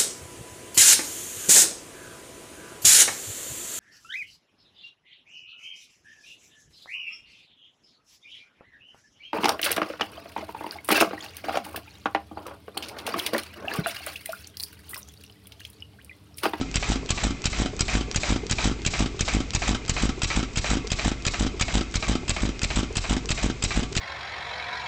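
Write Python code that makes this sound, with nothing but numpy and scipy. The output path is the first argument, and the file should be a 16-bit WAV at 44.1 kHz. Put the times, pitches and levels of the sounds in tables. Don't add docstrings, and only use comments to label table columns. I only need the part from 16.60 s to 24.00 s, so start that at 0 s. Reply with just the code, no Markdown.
import sys
import numpy as np
from scipy import signal
from scipy.fft import rfft, irfft
from scipy.io import wavfile
from scipy.ndimage import uniform_filter1d

SR = 44100
rng = np.random.default_rng(int(sys.argv[2]) if len(sys.argv) > 2 else 0)


def field_ratio(decibels):
    return 10 ** (np.asarray(decibels, dtype=float) / 20)


def to_wav(s):
    ch = np.atleast_2d(s).T
    pcm = np.round(np.clip(ch, -1, 1) * 32767)
    wavfile.write(sys.argv[1], SR, pcm.astype(np.int16))


N = 326340
LEAD = SR // 2
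TOP = 0.01


def times(ms):
    return np.arange(round(ms * SR / 1000)) / SR


def train(s, db):
    out = np.zeros(N + 2 * LEAD)
    places = np.round(np.asarray(s) * SR).astype(int) + LEAD
    np.add.at(out, places, field_ratio(np.asarray(db)))
    return out


def strike(clicks, shape):
    return signal.oaconvolve(clicks, shape)[LEAD:LEAD + N]


def varied(db, s):
    spread_db = 1.57
    return db + spread_db * rng.standard_normal(len(s))


def resonate(x, modes, patchy_db=0):
    out = np.zeros(len(x))
    for k, (hz, width, db) in enumerate(modes):
        lump_db = db + patchy_db * rng.uniform(-1.5, 1.5, 2400)
        lumps = np.repeat(field_ratio(lump_db), 140)[:len(x)]
        b, a = signal.iirpeak(hz, hz / width, SR)
        out += (-1) ** k * signal.lfilter(b, a, x * lumps)
    return out


def burst(s, db, part):
    delay, rise, hold, fall, level_db, modes, broad_db, grain_db = part
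    ms = times(130) * 1000
    shape = np.clip(ms / rise, 0, 1) ** 2 * np.exp(-np.maximum(ms - rise - hold, 0) / fall)
    rough = np.clip(rng.standard_normal(N // 12 + 1), -2, 2.5)
    grain = np.repeat(field_ratio(grain_db * rough), 12)[:N]
    clumps = np.minimum(rng.exponential(1, N // 80 + 1), 2.5) - 1
    clumps = uniform_filter1d(np.repeat(clumps, 80)[:N], 30)
    grain = grain * field_ratio(1.8 * clumps)
    puff = strike(train(s + delay / 1000, db + level_db), shape) * grain
    puff = puff * np.sign(rng.random(N) - 0.5)
    broad = signal.lfilter(*signal.butter(1, [500, 6000], "band", fs=SR), puff)
    return 3 * resonate(puff, modes, patchy_db=1.24) + field_ratio(broad_db) * broad


def bump(width_ms, tail_ms):
    ms = (times(40) - TOP) * 1000
    return np.exp(-0.5 * (ms / np.where(ms < 0, width_ms, tail_ms)) ** 2)


def ring(hz, t60, rise_ms):
    t = times(350)
    return np.sin(2 * np.pi * hz * t) * field_ratio(-60 * t / t60) * (1 - np.exp(-t * 1000 / rise_ms))


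# frequency [Hz], density [dB per Hz].
FLOOR_COLOUR = [(45, -4), (279, -16), (425, -17), (517, -26), (1730, -33), (2440, -31.5), (7210, -36.5),
                (9000, -42)]
# frequency [Hz], width [Hz], level [dB].
GEARS = [(2102, 66, 4.5), (2350, 83, 1.5), (2510, 94, 3), (1330, 34, -1.5)]


def floor():
    hz, db = np.transpose(FLOOR_COLOUR)
    log_hz = np.log(np.fft.rfftfreq(N, 1 / SR) + 1)
    colour = field_ratio(np.interp(log_hz, np.log(hz + 1), db))
    wind = irfft(rfft(rng.standard_normal(N)) * colour, N)
    wind = signal.sosfilt(signal.butter(4, 34, "high", fs=SR, output="sos"), wind)
    hum = resonate(rng.standard_normal(N), GEARS, patchy_db=6.5)
    return field_ratio(-37) * wind / wind.std() + field_ratio(-50.0) * hum / hum.std()


def workshop(x):
    t = times(600)
    tail = rng.standard_normal(len(t)) * field_ratio(-60 * t / 0.3) * (t > 0.004)
    tail = signal.lfilter(*signal.butter(1, [150, 4000], "band", fs=SR), tail)
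    return signal.fftconvolve(x, tail / np.linalg.norm(tail))[:N]


# time in seconds [s], level [dB].
TICKS = [(0.1143, -13), (0.4612, -12), (0.8197, -13), (1.166, -13), (1.5141, -4), (1.5261, -19),
         (1.8673, -9), (2.2193, -16), (2.5645, -26), (2.9065, -5), (3.2514, -16), (3.2626, -16),
         (3.594, -20), (3.9363, -22), (4.2715, -8.5), (4.2754, -8), (4.2798, -32), (4.6237, -15.5),
         (5.3134, -19), (5.323, -20), (5.9935, -10), (6.3276, -19), (6.6578, -7.5), (6.9952, -28),
         (7.326, -13.5), (7.3295, -12.5)]


def linkage():
    out, t = np.zeros(N), times(2)
    chatter_lead_s, chatter_s, chatter_db = 0.046, 0.016, (-42, -26)
    starts = np.repeat(np.transpose(INTAKES)[0], repeats=3) - chatter_lead_s
    late, size = rng.random((len(starts), 2)).T
    chatter = zip(starts + chatter_s * late, np.interp(size, (0, 1), chatter_db))
    ticks = list(TICKS) + list(chatter)
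    for (s, db), (pitch, turn) in zip(ticks, rng.random((len(ticks), 2))):
        hz = 3500 + 3500 * pitch
        tick = np.sin(2 * np.pi * (hz * t + turn)) * np.exp(-t / 0.00012)
        out[round(s * SR) - 4:][:len(t)] += field_ratio(db - 2) * tick
    return out


# time in seconds [s], level [dB].
GURGLES = [(0.433, -30), (0.776, -47), (1.136, -27), (1.485, -32), (1.838, -26), (2.194, -29.5),
           (2.548, -29), (2.886, -39), (3.218, -35), (3.581, -26.5), (4.248, -26), (4.946, -27),
           (5.636, -27), (6.31, -27), (6.65, -31), (7.321, -31)]
# frequency [Hz], width [Hz], level [dB].
MIXER = [(420, 110, -4), (650, 330, -1), (1100, 160, -5)]
# delay ms, rise ms, hold ms, fall ms, level dB, resonances, broad share dB, grain dB.
FUEL_KNOCK = (-5.5, 2, 1.5, 3.5, -3, MIXER, -18, 1.5)


def gurgle():
    out, t = np.zeros(N), times(24)
    for (s, db), (pitch, echo) in zip(GURGLES, rng.random((len(GURGLES), 2))):
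        swell = np.exp(-0.5 * ((t - 0.011) / 0.0032) ** 2)
        blip = field_ratio(db - 1.0) * np.sin(2 * np.pi * (370 + 70 * pitch) * t) * swell
        out[round((s - 0.011) * SR):][:len(t)] += blip
        out[round((s + 0.013) * SR):][:len(t)] += field_ratio(1 - 16.0 * echo) * blip
    return out + burst(*np.transpose(GURGLES), FUEL_KNOCK)


# time in seconds [s], level [dB].
SLAPS = [(0.2267, -2.5), (0.5763, -3), (0.9297, -2.9), (1.282, -0.5), (1.6332, 0.0), (1.984, 2),
         (2.3361, 0), (2.6795, 1.7), (3.0201, 1), (3.3655, 0.5), (3.7024, 1.2), (4.043, 0.1), (4.3882, 0),
         (4.7378, -0.2), (5.0818, -1.5), (5.425, -0.5), (5.765, -1.5), (6.1031, -1), (6.4402, -2),
         (6.776, -1.8), (7.1074, 0.5)]
# time in seconds [s], level [dB].
FLOW = [
    (0, 3.5),
    (2.5, 4),
    (4.6, 3.5),
    (5.2, -0.6),
    (7.4, 3.5),
]
# frequency [Hz], width [Hz], level [dB].
SEAT = [(674, 140, -2), (1285, 93, 1), (1580, 29, -3.5), (2390, 336, 4), (3120, 190, -12), (3950, 360, -2),
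        (7400, 110, -20.5)]
# frequency [Hz], width [Hz], level [dB].
LEAK = [(3850, 710, -6.5), (5560, 720, -0.5), (7200, 1700, -5)]
# frequency [Hz], width [Hz], level [dB].
FRAME = [(1300, 98, -24), (2313, 370, -5), (2600, 120, -15), (3950, 47, -6), (5830, 59, -19.5),
         (7700, 72, -15)]
VALVE_SLAP = (-2.4, 1.66, 1.8, 16.8, -24.5, SEAT, 0.89, 4.34)
FLOW_BEFORE = (-41, 13, 24, 4.5, -37, LEAK, -1, 1)
FLOW_AFTER = (6.6, 6.6, 65, 8.8, -28.5, FRAME, -3.5, 3.14)


def valve():
    s, slap_db = np.transpose(SLAPS)
    flow_db = np.interp(s, *np.transpose(FLOW))
    before_db, after_db = varied(flow_db - 2.5, s), varied(flow_db, s)
    pressure = strike(train(s - 0.011, -31.5), ring(51, 0.45, 2.6))
    pressure -= strike(train(s - 0.003, -27.0 + slap_db), bump(0.68, 0.55))
    slap = burst(s, slap_db, VALVE_SLAP)
    hiss = burst(s, before_db, FLOW_BEFORE) + burst(s, after_db, FLOW_AFTER)
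    return pressure + slap + hiss


# time in seconds [s], then suction, snap and squeak [dB] over the usual cycle.
INTAKES = [(0.1588, 6.5, 0, -7.5), (0.5065, 7.5, 4.5, -14), (0.857, 7.5, 3.5, -32), (1.2089, 8, 5, -12),
           (1.5612, 6.5, 6, -28), (1.913, 8, 2, -19), (2.265, 8, 6.5, -26), (2.6097, 7.5, 3, -17.5),
           (2.9511, 7.5, 4.5, -13), (3.2966, 7.5, 6, -31), (3.635, 5.5, 1, -18), (3.9745, 8, 0.5, -23),
           (4.3193, 6.5, 2.7, -21), (4.6677, 6, -1.5, -25), (5.0126, 7, 5, -18), (5.3576, 7, 1.2, -21.5),
           (5.696, 5, 1, -17), (6.0337, 6, -0.5, -16), (6.3711, 5.5, -0.5, -19.5), (6.7066, 7.5, -0.5, -19),
           (7.0399, 6.5, -1, -13), (7.3679, 7, 0.5, -23.5)]
# frequency [Hz], width [Hz], level [dB].
LATCH = [(1230, 300, -8.5), (1660, 490, -0.5), (2635, 83, 2.5), (3195, 95, 4.5), (3680, 79, -8),
         (5000, 100, 2.5), (7200, 1100, -10.5)]
# frequency [Hz], width [Hz], level [dB].
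SNAP = [(2420, 1700, -15), (4900, 1500, -3.5), (6740, 1200, -1)]
# frequency [Hz], width [Hz], level [dB].
SLIT = [(7620, 690, -0.78), (8040, 1100, -1.3)]
# frequency [Hz], width [Hz], level [dB].
INRUSH = [(606, 350, -8.5), (2450, 450, 6.5), (3950, 570, 0.5), (5300, 860, 0), (7400, 880, -4)]
LATCH_CLICK = (-18, 1.2, 2.6, 5.1, -27, LATCH, 1, 2.3)
LATCH_REBOUND = (-4.5, 0.4, 0.4, 1.2, -30, INRUSH, 3, 2)
VALVE_SNAP = (-1.904, 0.11, 0.1, 3.9, -18.5, SNAP, -2.1, 0.7)
AIR_SQUEAK = (0, 0.2, 1.7, 0.63, 1.7, SLIT, -28.5, 1.5)
AIR_INRUSH = (1.1, 5.1, 5.7, 6.7, -27.5, INRUSH, 3.5, 3.3)


def intake():
    s, suck_db, snap_db, squeak_db = np.transpose(INTAKES)
    latch_db = varied(3.15 - 0.5 * snap_db, s)
    rush_db = varied(-1.2 - 0.45 * snap_db, s)
    top, trip_s = s - TOP, 0.0226
    pressure = -strike(train(top, suck_db - 20.0), bump(0.57, 1.53))
    for trips, db, width_ms in ((1, -17.5, 1.25), (2, -28.5, 2.1)):
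        echo = train(top + trips * trip_s, db + 0.2 * suck_db)
        pressure -= strike(echo, bump(width_ms, 1.9 * width_ms))
    pressure += strike(train(s + 0.015, -35), ring(43, 0.66, 4.3))
    latch = burst(s, latch_db, LATCH_CLICK) + burst(s, 0, LATCH_REBOUND)
    air = burst(s, snap_db, VALVE_SNAP) + burst(s, rush_db, AIR_INRUSH)
    squeak = burst(s - 0.0025, squeak_db, AIR_SQUEAK)
    return pressure + latch + air + squeak


SHUT_MS = [58, 58, 57.7, 59.6, 58.2, 56.7, 58.5, 54.7, 56, 57.2, 57.8, 56.2, 56.2, 57.3, 56.7, 57.9, 58.5,
           58, 58.5, 58.1, 56.8, 57.4]
# time in seconds [s], 60 dB decay time [s].
SHUT_T60 = [
    (0, 0.2),
    (1, 0.13),
    (7.4, .1),
]


def closing():
    out = np.zeros(N)
    shut_s = np.transpose(POPS)[0] + np.array(SHUT_MS) / 1000
    shut_db = varied(-23.5, shut_s)
    rings = np.interp(shut_s, *np.transpose(SHUT_T60)) * rng.uniform(0.58, 1.63, len(POPS))
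    detune = rng.uniform(0.99, 1.03, (len(POPS), 2))
    for s, db, t60, (pitch, beat) in zip(shut_s, shut_db, rings, detune):
        sound = ring(270 * pitch, t60, 0.2)
        sound += 0.86 * ring(225 * beat, 0.028, 0.23) + 0.48 * ring(330 * beat, 0.067, 0.55)
        sound[850:] += field_ratio(-12.5) * ring(250 * beat, 0.19, 1.0)[:-850]
        part = out[round((s - 0.0011) * SR):][:len(sound)]
        part += field_ratio(db + 0.5) * sound[:len(part)]
    return out + strike(train(shut_s - TOP, shut_db - 4.5), bump(1.0, 0.17))


def pop(s, db, repeat_db):
    top, chamber_s = s - TOP, 0.0037
    crest = field_ratio(-1.5) * bump(0.65, 0.61) + field_ratio(-3.5) * bump(0.062, 0.084)
    out = strike(train(top, db), crest)
    out -= strike(train(top - 0.0022, db - 11), bump(0.83, 0.93))
    out += strike(train(top + chamber_s, db + repeat_db), bump(0.75, 1.05))
    return out + strike(train(s + 1.5 * chamber_s, db - 23), ring(265, 0.049, 0.17))


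# time in seconds [s], pop, first and second return [dB], second return's delay [ms].
POPS = [(-.044, -12, -15, -29, 44.5), (0.3014, -10.5, -15.5, -38, 54), (0.65, -12, -13, -35, 41.6),
        (1.0009, -12, -12, -29, 49), (1.3531, -9.5, -13.5, -32, 40.5), (1.7053, -10.5, -9, -33, 40),
        (2.0567, -9, -11, -25, 41), (2.4065, -9, -11.5, -26, 38), (2.7495, -9, -10.5, -29, 38.8),
        (3.0921, -11, -11, -25, 39.7), (3.4361, -8, -11.5, -25, 57), (3.7743, -9.5, -13, -27.3, 33),
        (4.1149, -10.5, -13.3, -24, 40), (4.4606, -9.5, -11, -41, 57), (4.8096, -10, -13, -22.5, 39.9),
        (5.154, -9.5, -11.5, -26.5, 39.4), (5.4967, -9.5, -13, -29, 35), (5.8344, -9.5, -13, -29, 40),
        (6.1732, -10, -12.5, -29, 37), (6.5101, -9.5, -13, -28, 39.6), (6.8438, -10, -11, -31, 42),
        (7.1752, -8.5, -14, -29, 49)]
# frequency [Hz], width [Hz], level [dB].
BLOW = [(776, 240, 2), (2300, 1580, 2.5), (3200, 1970, 1.5), (4080, 290, 1.5), (6000, 310, -34),
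        (7810, 1060, 0.5)]
# frequency [Hz], width [Hz], level [dB].
STEM = [(748, 94, -5.5), (1318, 75, 2.5), (1563, 66, -8), (2040, 180, -2.5), (3120, 270, -7.5),
        (3950, 64, -1), (4920, 260, -17)]
CAM_KNOCK = (-31, 2, 1, 3.3, -34, STEM, 2, 3)
FIRST_BLOW = (-18, 3.5, 4.3, 5.9, -27, BLOW, -0.5, 1.4)
POP_HISS = (-1.4, 1.1, 0.6, 1.6, -26.5, BLOW, -2, 3.5)
BLOW_DOWN = (2.7, 6.5, 5.1, 4.8, -35, BLOW, 0.5, 6.3)
ECHO_HISS = (15.95, 2.2, 0.91, 4.1, -27.5, BLOW, -2.6, 3)
BLOW_END = (21, 2.6, 2.6, 17, -27, STEM, 2.6, 4.2)
VALVE_SEATING = (-5.5, 2.7, 2.1, 13.4, -26.5, STEM, 0.1, 3.2)


def exhaust():
    s, first_db, second_db, third_db, third_ms = np.transpose(POPS)
    trip_s = 0.0193
    swing = ring(52, 0.88, 5.5) + 0.55 * ring(120, 0.57, 5.5)
    pressure = strike(train(s - 1.17 * trip_s, -27.0), swing)
    pressure += strike(train(s - 0.93 * trip_s - TOP, -25), bump(1.2, 1.2))
    pressure -= strike(train(s - 0.0105 - TOP, -26), bump(1.5, 4.2))
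    pressure += pop(s, first_db, -6.5) + pop(s + trip_s, second_db, -9)
    pressure += pop(s + third_ms / 1000, third_db + 8.0, -0.56)
    blow_db, down_db, seat_db = varied(-1, s), varied(-4, s), varied(-1.3, s)
    knocks = burst(s + np.array(SHUT_MS) / 1000, seat_db, VALVE_SEATING)
    knocks += burst(s, varied(0, s), CAM_KNOCK)
    gas = burst(s, blow_db, FIRST_BLOW) + burst(s, blow_db, POP_HISS)
    for part in (BLOW_DOWN, ECHO_HISS, BLOW_END):
        gas += burst(s, down_db, part)
    return pressure + knocks + gas


# frequency [Hz], width [Hz], level [dB].
CASTING = [(737, 6.3, 0), (1152, 6.2, 7.5), (2170, 19, -9), (2197, 10, 5), (2490, 11, -15), (2650, 5.2, 1),
           (3080, 10, -3.7), (3900, 4, -4.5), (4820, 18, 2.5), (5710, 29, 8)]


def scene():
    engine = linkage() + gurgle() + valve() + intake() + closing() + exhaust()
    mix = floor() + field_ratio(-19.5) * workshop(engine) + resonate(engine, CASTING) + engine
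    return mix[None]


def low_pass(x):
    return signal.sosfilt(signal.butter(12, 9230, fs=SR, output="sos"), x)


def record(dry):
    x = signal.lfilter(*signal.butter(1, 12, "high", fs=SR), dry)
    x = 0.62 * np.tanh(x / 0.62)
    x = signal.sosfilt(signal.butter(6, 8200, fs=SR, output="sos"), x)
    treble_limit = signal.firwin(121, 8420, window=("kaiser", 8), fs=SR)
    x = signal.oaconvolve(x, treble_limit[None], "same")
    return low_pass(x - 0.0025)


dry = scene()
out = record(dry)
to_wav(out)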